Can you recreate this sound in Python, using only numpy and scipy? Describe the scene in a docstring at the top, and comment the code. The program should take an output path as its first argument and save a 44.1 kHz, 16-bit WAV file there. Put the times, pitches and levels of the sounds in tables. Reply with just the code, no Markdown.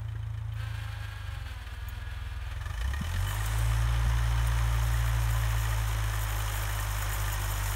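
"""A snowy yard, one microphone in the open, a four-cylinder petrol tractor idling some way off.
Half a second in, a switch clicks, a small geared motor whines to work the plough blade, and the idle sags.
At 2.4 s the throttle opens; the motor stops, and the straining engine knocks, growls and coughs.
Around 3.5 s the blade scrapes into the snow. The tractor comes nearer at high revs, exhaust
droning through its pipe, steel tyre chains jingling as the wheels roll."""
import sys
import numpy as np
from scipy import signal
from scipy.fft import rfft, irfft
from scipy.io import wavfile

SR = 44100
rng = np.random.default_rng(int(sys.argv[2]) if len(sys.argv) > 2 else 0)


def int16_out(signal):
    """Quantize to a 16-bit WAV file."""
    q = np.round(np.clip(np.atleast_2d(signal).T, -1, 1) * 32767)
    wavfile.write(sys.argv[1], SR, q.astype(np.int16))


N = 341775
T = np.arange(N) / SR
HZ = np.fft.rfftfreq(N, 1 / SR)
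IDLE_RATE = 26.2  # firings per second
THROTTLE_OPENS_S = 2.428

# Knock of the four cylinders, in firing order. Each entry: relative level in dB.
CYLINDER_KNOCK_DB = [-2, 1.4, 5.5, 3]
# Resonances of engine block and bonnet. Each row: pitch in Hz, width in Hz, relative level in dB.
BLOCK_MODES = [(631, 77, -5), (847, 49, -5), (1020, 47, -6.5), (1206, 48, 4), (1770, 87, 4.5),
               (1870, 72, 4), (2390, 270, 2), (2983, 79, 0), (3145, 136, -4), (3540, 290, -8),
               (4130, 190, -23), (6450, 260, -18)]
# Resonances of small steel parts such as chain links. Each row: pitch in Hz, width in Hz, relative dB.
STEEL_MODES = [(6880, 60, 13), (8450, 120, -8), (9330, 54, 7), (11400, 74, 16), (11800, 150, 2),
               (13130, 90, 13), (13730, 53, 16), (15200, 60, 9), (15650, 250, 3)]


def amp(db):
    """Decibels to gain."""
    return 10 ** (np.asarray(db) / 20)


def unit(x):
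    """Scales to rms 1."""
    return x / np.sqrt(np.mean(x ** 2) + 1e-20)


def curve(rows):
    """Joins rows of (seconds, value) into a value at every sample."""
    return np.interp(T, *np.transpose(rows))


def ramp(start_s, length_s):
    """Rises from 0 to 1 and stays there."""
    return np.clip((T - start_s) / length_s, 0, 1)


def response(spectrum):
    """Causal frequency response through rows of (Hz, dB)."""
    hz, db = np.transpose(spectrum)
    log_hz = np.log(abs(np.fft.fftfreq(N, 1 / SR)) + 1)
    log_gain = np.log(amp(np.interp(log_hz, np.log(hz + 1), db)))
    return np.exp(np.conj(signal.hilbert(log_gain)))[:len(HZ)]


def colour(x, spectrum):
    """Passes x through a body with the given spectrum; rms 1."""
    return unit(irfft(rfft(x) * response(spectrum), N))


def ringing(x, modes, direct=0):
    """Passes x through resonances (Hz, width in Hz, dB); a part may pass directly; rms 1."""
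    body = direct + sum(amp(db) / (1 + 2j * (HZ - hz) / width) for hz, width, db in modes)
    return unit(irfft(rfft(x) * body, N))


def noise():
    """White noise."""
    return rng.standard_normal(N)


def wander(hz):
    """Random drift up to about the given rate; rms 1."""
    return unit(irfft(rfft(noise()) * np.exp(-(HZ / hz) ** 2), N))


def bursts(cycles, rise, fall):
    """An envelope that jumps and dies once a cycle; rise and fall are parts of a cycle."""
    age = cycles % 1
    return unit((1 - np.exp(-age / rise)) * np.exp(-age / fall))


def add(mix, start_s, sound):
    """Mixes a sound in at the given time."""
    part = mix[round(start_s * SR):][:len(sound)]
    part += sound[:len(part)]


def still_air(level_db=-53):
    """The faint, low hush of the yard around the microphone."""
    # Each row: frequency in Hz, relative level in dB.
    hush = [(25, -21), (60, 14.5), (200, -11.5), (400, -13.5), (1200, -10.5), (4000, -44), (5000, -46),
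            (8500, -27), (9600, -31), (10400, -48), (11300, -32), (16000, -37)]
    return amp(level_db) * colour(noise(), hush)


def tyre_chains(links_per_s=420, spread_db=-4.5, tap_s=0.0073):
    """Many links tap in clumps as the wheels roll, most of them muffled by snow."""
    # Loudness of the chains. Each row: time in seconds, level in dB.
    levels = [(2.6, -83), (3.3, -48), (4.0, -67), (5.0, -48), (6.1, -49), (6.25, -45), (6.9, -44),
              (7.75, -41)]
    # Their overall colour. Each row: frequency in Hz, relative level in dB.
    jingle = [(3000, 0.5), (5200, -39), (7000, 7.5), (9300, 5.5), (10400, -2), (11400, 1.5), (14000, 2),
              (14800, -2), (16000, 5)]
    hits = rng.random(N) < amp(2.2 * wander(12)) * links_per_s / SR
    sizes = amp(spread_db * np.minimum(rng.exponential(1, N), 3))
    taps = signal.lfilter([1], [1, -np.exp(-1 / SR / tap_s)], hits * sizes) * noise()
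    return amp(curve(levels)) * colour(ringing(taps, STEEL_MODES, direct=1.2), jingle)


def switch_and_clinks(ring_s=0.0074, click_s=0.004, click_db=-7, gain_db=-11, others_db=-9, scatter_db=3):
    """Metal strikes metal in switch or chain: a click and a short high ring, one mode above the others."""
    # A faint switch click as the blade motor starts, then the loudest chain clinks.
    # Each row: start in seconds, relative level in dB, leading pitch in Hz.
    strikes = [(0.537, -49, 13130), (1.886, -33.5, 11800), (3.46, -26, 8450), (3.5846, -28.5, 9330),
               (4.4712, -27, 9330), (5.3094, -34, 13130), (6.2362, -27, 13130), (6.499, -36, 6880),
               (6.8353, -32, 9330), (6.9156, -29, 13730), (7.0214, -25.5, 6880), (7.0927, -29, 13130),
               (7.3277, -24, 13130)]
    t, out = np.arange(SR // 16) / SR, np.zeros(N)
    mode_hz = np.array(STEEL_MODES)[:, 0]
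    for start_s, db, lead_hz in strikes:
        heights = amp(others_db + scatter_db * rng.standard_normal(len(mode_hz)))
        heights[np.argmin(abs(mode_hz - lead_hz))] = 1
        tones = np.sin(2 * np.pi * (mode_hz[:, None] * t + rng.random((len(mode_hz), 1))))
        ring = heights @ tones * np.exp(-t / ring_s)
        click = np.diff(rng.standard_normal(len(t) + 1)) * np.exp(-t / click_s)
        add(out, start_s, amp(db + gain_db) * (ring + amp(click_db) * click))
    return out


def blade_scrape(centre_s=3.524, half_width_s=0.31, level_db=-45):
    """The blade bites into the snow crust: a short swell of fine grains."""
    # Each row: frequency in Hz, relative level in dB.
    crust = [(2000, 2.5), (5500, -7), (8500, 1.0), (10500, -5.0), (13500, -9), (16000, -21)]
    grains = colour(noise() * amp(2.0 * wander(900)), crust)
    return amp(level_db) * np.exp(-((T - centre_s) / half_width_s) ** 2) * grains


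def blade_motor(running, level_db=-49, octave_db=10.5, whine_db=-2.7, rasp_db=-2.5, flutter=0.0021):
    """Gear teeth whine and rasp in a small housing; pitch and level sag as the blade takes the load."""
    # Each row: time in seconds, pitch in Hz.
    pitch = [(.58, 255), (.7, 264), (.81, 270), (.89, 265), (.99, 274), (1.08, 270), (1.17, 275),
             (1.27, 270), (1.37, 271), (1.46, 260), (1.54, 256), (1.63, 242), (1.75, 240.5), (1.82, 237),
             (1.93, 241.5), (2.03, 238), (2.13, 243), (2.24, 237), (2.36, 243), (2.42, 241), (2.55, 249)]
    # Colours of the gearbox whine and of the rasp. Each row: frequency in Hz, relative level in dB.
    gearbox = [(240, -1.5), (275, -10), (380, -11), (500, -4.5), (720, -4), (830, 0), (1100, -1),
               (1400, 3.5), (1670, 6.5), (1900, -10), (2450, -0.5), (2900, -5), (3300, -3), (3900, -10.5),
               (4400, -9.5), (4950, -25), (5300, -13), (6000, -36)]
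    rasp_spectrum = [(250, -15.5), (400, -21), (600, -27), (1100, -19), (1600, 1.5), (2000, -9),
                     (3300, -6.5), (3800, -14), (4500, -12), (5000, -23), (5500, -22), (9000, -20.5),
                     (10400, -23), (11500, -22.5), (16000, -28)]
    hz = curve(pitch)
    meshes = np.cumsum(hz * (1 + flutter * wander(27.3))) / SR
    teeth = sum(np.cos(2 * np.pi * k * meshes + .5 * wander(34)) * amp(2.3 * wander(10))
                for k in range(1, 24))
    rasp = noise() * (.5 + bursts(meshes, rise=0.12, fall=0.68)) * amp(2.0 * wander(47))
    sound = amp(whine_db) * colour(teeth, gearbox) + amp(rasp_db) * colour(rasp, rasp_spectrum)
    surge_db = 1.5 * wander(24)
    return running * amp(level_db + octave_db * np.log2(hz / hz.max()) + surge_db) * sound


def coughs():
    """The exhaust coughs and thumps: low pushes of air, a cycle or two long."""
    # Each row: centre in seconds, peak level in dB, pitch in Hz, half-width in seconds.
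    pushes = [(.152, -43, 330, .0017), (3.016, -24.5, 175, .0055), (3.158, -39, 190, .006),
              (4.066, -35.5, 185, .007), (4.073, -25, 62, .014)]
    return sum(-amp(db) * np.exp(-((T - s) / width) ** 2) * np.cos(2 * np.pi * hz * (T - s))
               for s, db, hz, width in pushes)


def growl(firings, strain, level_db=-49.5, ragged_db=2.5):
    """Under strain each puff leaves the pipe with a ragged low burst."""
    # Each row: frequency in Hz, relative level in dB.
    spectrum = [(50, -33), (100, -16), (125, 9), (150, -4), (200, -12.5), (270, -17), (400, -32),
                (900, -50)]
    puffs = noise() * (.5 + bursts(firings, rise=0.13, fall=.4)) * amp(ragged_db * wander(9.4))
    return amp(level_db) * strain * colour(puffs, spectrum)


def block_pings(firings, rattle_db, tick_db=-54.5, tick_hz=3090, knock_gain_db=-7.5):
    """Ticks, loose parts and hard knocks ping the block; one mode leads, narrow modes ring longest."""
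    # The ring of the loose parts. Each entry: pitch in Hz.
    loose_hz = [900, 1002, 1030, 1203, 1778, 1832, 2380, 2980, 3410]
    # Hard knocks, most under load. Each row: time in seconds, relative level in dB, leading pitch in Hz.
    hard_knocks = [(0.083, -44.5, 3040), (0.154, -43, 1630), (0.521, -46.5, 3100), (2.51, -38, 1730),
                   (2.625, -37.5, 1720), (2.66, -35, 1730), (2.70, -34.5, 1810), (2.741, -36.5, 1720),
                   (2.774, -36, 1760), (2.812, -40, 1800), (2.848, -33.5, 1780), (2.876, -38, 3040),
                   (2.938, -28, 1863), (2.967, -35, 1863), (2.992, -35.5, 1860), (3.019, -36, 2990),
                   (3.045, -38, 3000), (3.161, -34, 3100), (3.27, -33, 3000), (3.29, -33.5, 3050),
                   (3.309, -31, 1810), (3.368, -33.5, 1805), (3.405, -29, 1880), (3.88, -35, 1790),
                   (4.94, -29.5, 1880), (5.456, -40, 1710), (5.655, -31, 1920), (5.729, -31.5, 1870),
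                   (6.137, -33, 1770), (6.695, -35, 1780), (7.085, -33, 1750), (7.285, -35, 1856)]
    fired_s = T[np.flatnonzero(np.diff(np.floor(firings)) > 0)]
    # One cylinder ticks once an engine cycle. A blow: seconds, dB, leading Hz, that mode's lead in dB.
    blows = [(s, tick_db, tick_hz, 4) for s in fired_s[2::len(CYLINDER_KNOCK_DB)]]
    for s in fired_s:  # a loose part rattles on every firing
        db = rattle_db[round(s * SR)] + 3 * rng.standard_normal()
        lead_hz = rng.choice(loose_hz) * (1 + 0.0184 * rng.standard_normal())
        blows.append((s, db, lead_hz, 4))
    for s, db, lead_hz in hard_knocks:  # each lands on the nearest firing
        blows.append((fired_s[np.argmin(abs(fired_s - s))], db + knock_gain_db, lead_hz, 6.5))

    rise_s, ring_stretch, tilt_db, scatter_db = 0.0032, 1.96, 2, 4
    t, pings = np.arange(SR // 16) / SR, np.zeros(N)
    block_hz, width, mode_db = np.array(BLOCK_MODES).T[:, :, None]
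    dying = np.exp(-np.pi * width * t / ring_stretch) * (1 - np.exp(-t / rise_s))
    for s, db, lead_hz, lead_db in blows:
        hz, lead = block_hz.copy(), np.argmin(abs(block_hz - lead_hz))
        heights = amp(mode_db + tilt_db * np.log2(hz) + scatter_db * rng.standard_normal(hz.shape))
        hz[lead], heights[lead] = lead_hz, heights.max() * amp(lead_db)
        envelopes = dying * heights
        envelopes /= np.sqrt((envelopes ** 2).sum(0).max() / 2)
        tones = np.sin(2 * np.pi * (hz * t + rng.random(hz.shape)))
        add(pings, s, amp(db) * (envelopes * tones).sum(0))
    return pings


def machinery(firings, throttle, strain, level_db, scatter_db=2.5):
    """Each firing knocks the block, over the throbbing roar of fan and gears."""
    # Fan and gears. Each row: frequency in Hz, relative level in dB.
    roar_spectrum = [(120, -20.5), (250, -13.5), (370, -7.5), (450, -13.5), (560, -4.5), (720, -5.5),
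                     (900, -0.5), (1200, -2.5), (1500, -2.5), (1880, -4.5), (2150, -7.5), (2750, -11.5),
                     (3050, -8.5), (3800, -13.5), (4900, -25), (9000, -42.5)]
    count = np.floor(firings).astype(int)
    cylinder_db = np.take(CYLINDER_KNOCK_DB, count, mode="wrap")
    force = amp(cylinder_db + scatter_db * rng.standard_normal(500)[count])
    knock = ringing(force * bursts(firings, rise=0.14, fall=0.24) * noise(), BLOCK_MODES)
    throb = 1 + .22 * bursts(firings, rise=.14, fall=.4)
    roar = colour(noise() * throb * amp(0.2 * wander(210) + .5 * wander(51)), roar_spectrum)
    knock_share = 0.16 * (1 - throttle) + 0.087 * throttle + 0.47 * strain
    return amp(level_db) * (np.sqrt(knock_share) * knock + np.sqrt(1 - knock_share) * roar)


def hiss_and_valves(firings, throttle, strain, level_db, valve_db=-9.5, valve_idle_db=1):
    """Each firing ticks a valve and spits a puff of exhaust hiss, harder under strain."""
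    # Exhaust hiss. Each row: frequency in Hz, relative level in dB.
    hiss_spectrum = [(2500, -34), (4900, -5), (5200, 7), (5500, 4), (6400, 4.5), (7600, -1), (9400, 3.5),
                     (10400, -2), (11500, -1.5), (13500, -4), (14700, -7), (16000, -5.5)]
    # Ring of the valve gear. Each row: pitch in Hz, width in Hz, relative level in dB.
    valve_modes = [(6380, 240, 4), (8640, 200, -7), (11100, 500, -14)]
    puffs = 1 + (0.2 + 0.14 * strain) * bursts(firings, rise=0.073, fall=0.15)
    hiss = colour(noise() * puffs * amp(0.45 * wander(500) + wander(30)), hiss_spectrum)
    valves = ringing(bursts(firings, rise=0.057, fall=0.095) * noise(), valve_modes)
    return amp(level_db) * (hiss + amp(valve_db + valve_idle_db * (1 - throttle)) * valves)


def puff_shape(rate, strain):
    """Puffs are sharp at idle and stumble as it slows; once the pipe fills they are long and round."""
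    full = ramp(2.68, 0.095)
    idle_tilt_db = 9 + 0.63 * (rate - IDLE_RATE)
    tilt_db = (1 - full) * idle_tilt_db + full * strain * 11  # per octave of order
    top_order = np.maximum(4.92 + full * (2.47 - 5.2 * strain), 1)  # higher orders fall away
    stumble = 0.06 * (IDLE_RATE / rate) ** 3
    uneven = (1 - full) * stumble + full * 0.059 + strain * 0.2
    return tilt_db, top_order, uneven


def exhaust(firings, rate, strain, noise_db, rumble_db=-13):
    """The orders of the firing rate slide through the pipe's resonances; ragged burning adds rumble."""
    # The exhaust note at the microphone. Each row: time in seconds, level in dB.
    note_levels = [(0.05, -35), (0.67, -34.5), (1.21, -39), (1.29, -35.5), (1.77, -41.5), (1.79, -37),
                   (2.34, -37), (2.71, -34.5), (2.73, -38), (2.86, -28.5), (3.01, -35.5), (3.24, -28),
                   (3.33, -32.5), (3.67, -26), (5.35, -27), (6.61, -32), (7.75, -31)]
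    # Colours of silencer with tailpipe, and of the rumble. Each row: frequency in Hz, relative dB.
    pipe_spectrum = [(20, -41), (28, -54), (35, 0), (42, 10), (58, 9), (82, 4.5), (113, 7.5), (126, -10.5),
                     (138, -31), (151, -9), (162, -29), (172, -18.5), (200, -29.5), (230, -30.5),
                     (290, -25), (400, -29)]
    rumble_spectrum = [(20, -42), (28, -25), (40, 15.5), (70, -11.5), (112, 12.5), (135, -6), (165, -49),
                       (260, -19), (500, -25), (1500, -56)]
    tilt_db, top_order, uneven = puff_shape(rate, strain)
    pipe, note, power = response(pipe_spectrum), 0, 0
    shaken = firings + .07 * uneven * wander(14)
    for order in range(1, 9):
        puff = amp(tilt_db * np.log2(order)) / (1 + (order / top_order) ** 8)
        height = np.interp(order * rate, HZ, pipe) * puff
        note += (height * np.exp(2j * np.pi * order * shaken)).real
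        power += abs(height) ** 2 / 2
    note = note / np.sqrt(power) * (1 + .5 * uneven * wander(44))
    rumble = colour(noise(), rumble_spectrum) * (1.33 + 6 * uneven) * amp(noise_db + rumble_db)
    return amp(curve(note_levels)) * note + rumble


def loudness(law, rate, throttle):
    """Level in dB from throttle, engine speed and the approach to the microphone."""
    idle_db, open_db, octave_db, approach_db = law
    driving_s = np.maximum(T - THROTTLE_OPENS_S, 0)
    return idle_db + open_db * throttle + octave_db * np.log2(rate / IDLE_RATE) + approach_db * driving_s


def scene():
    """The tractor from one spot in the open yard; snow swallows the echoes."""
    # Engine speed. Each row: time in seconds, firings per second.
    speed = [(0.0, 27.44), (0.65, 27.4), (0.9, 26.5), (1.2, 25.1), (1.36, 23), (1.5, 19.7), (1.64, 18.5),
             (1.95, 20.8), (2.3, 19.9), (2.5, 19.9), (2.62, 21.3), (2.75, 26.45), (3.05, 40.15),
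             (3.3, 50.8), (3.555, 55.09), (3.917, 57.59), (4.5, 57.32), (4.994, 56.95), (5.7, 54.55),
             (6.46, 51.85), (7.1, 50.79), (7.75, 49.8)]
    # Loudness of engine noise and of hiss. Each lists: dB at idle, then dB added by open throttle,
    # per octave of speed and per second of approach.
    noise_law = (-57, 10, 4.5, 0.65)
    hiss_law = (-72, 11.5, 6.5, 1.66)
    rate = curve(speed)
    firings = np.cumsum(rate) / SR - 0.0085 * rate[0]  # running count; the first comes at 8.5 ms
    throttle = ramp(THROTTLE_OPENS_S, 0.18)
    strain = ramp(THROTTLE_OPENS_S, 0.31) * (1 - ramp(3.01, 0.46))  # eases as the engine catches up
    motor_on = ramp(0.52, 0.092) * (1 - ramp(2.508, 0.092))
    load_db = 4.5 * motor_on  # the engine is louder while it drives the blade motor
    noise_db = loudness(noise_law, rate, throttle) + load_db
    hiss_db = loudness(hiss_law, rate, throttle) + load_db + 2 * strain
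    rattle_db = noise_db - 14 + 6.5 * throttle - strain

    engine = exhaust(firings, rate, strain, noise_db) + growl(firings, strain) + coughs()
    engine += block_pings(firings, rattle_db)
    engine += machinery(firings, throttle, strain, noise_db)
    engine += hiss_and_valves(firings, throttle, strain, hiss_db)
    plough = blade_motor(motor_on) + blade_scrape()
    return (engine + plough + tyre_chains() + switch_and_clinks() + still_air())[None]


def record(dry):
    """The recorder behind the microphone passes nothing above 15.8 kHz."""
    return irfft(rfft(dry) * np.clip((15800 - HZ) / 100, 0, 1), N)


dry = scene()
out = record(dry)
int16_out(out)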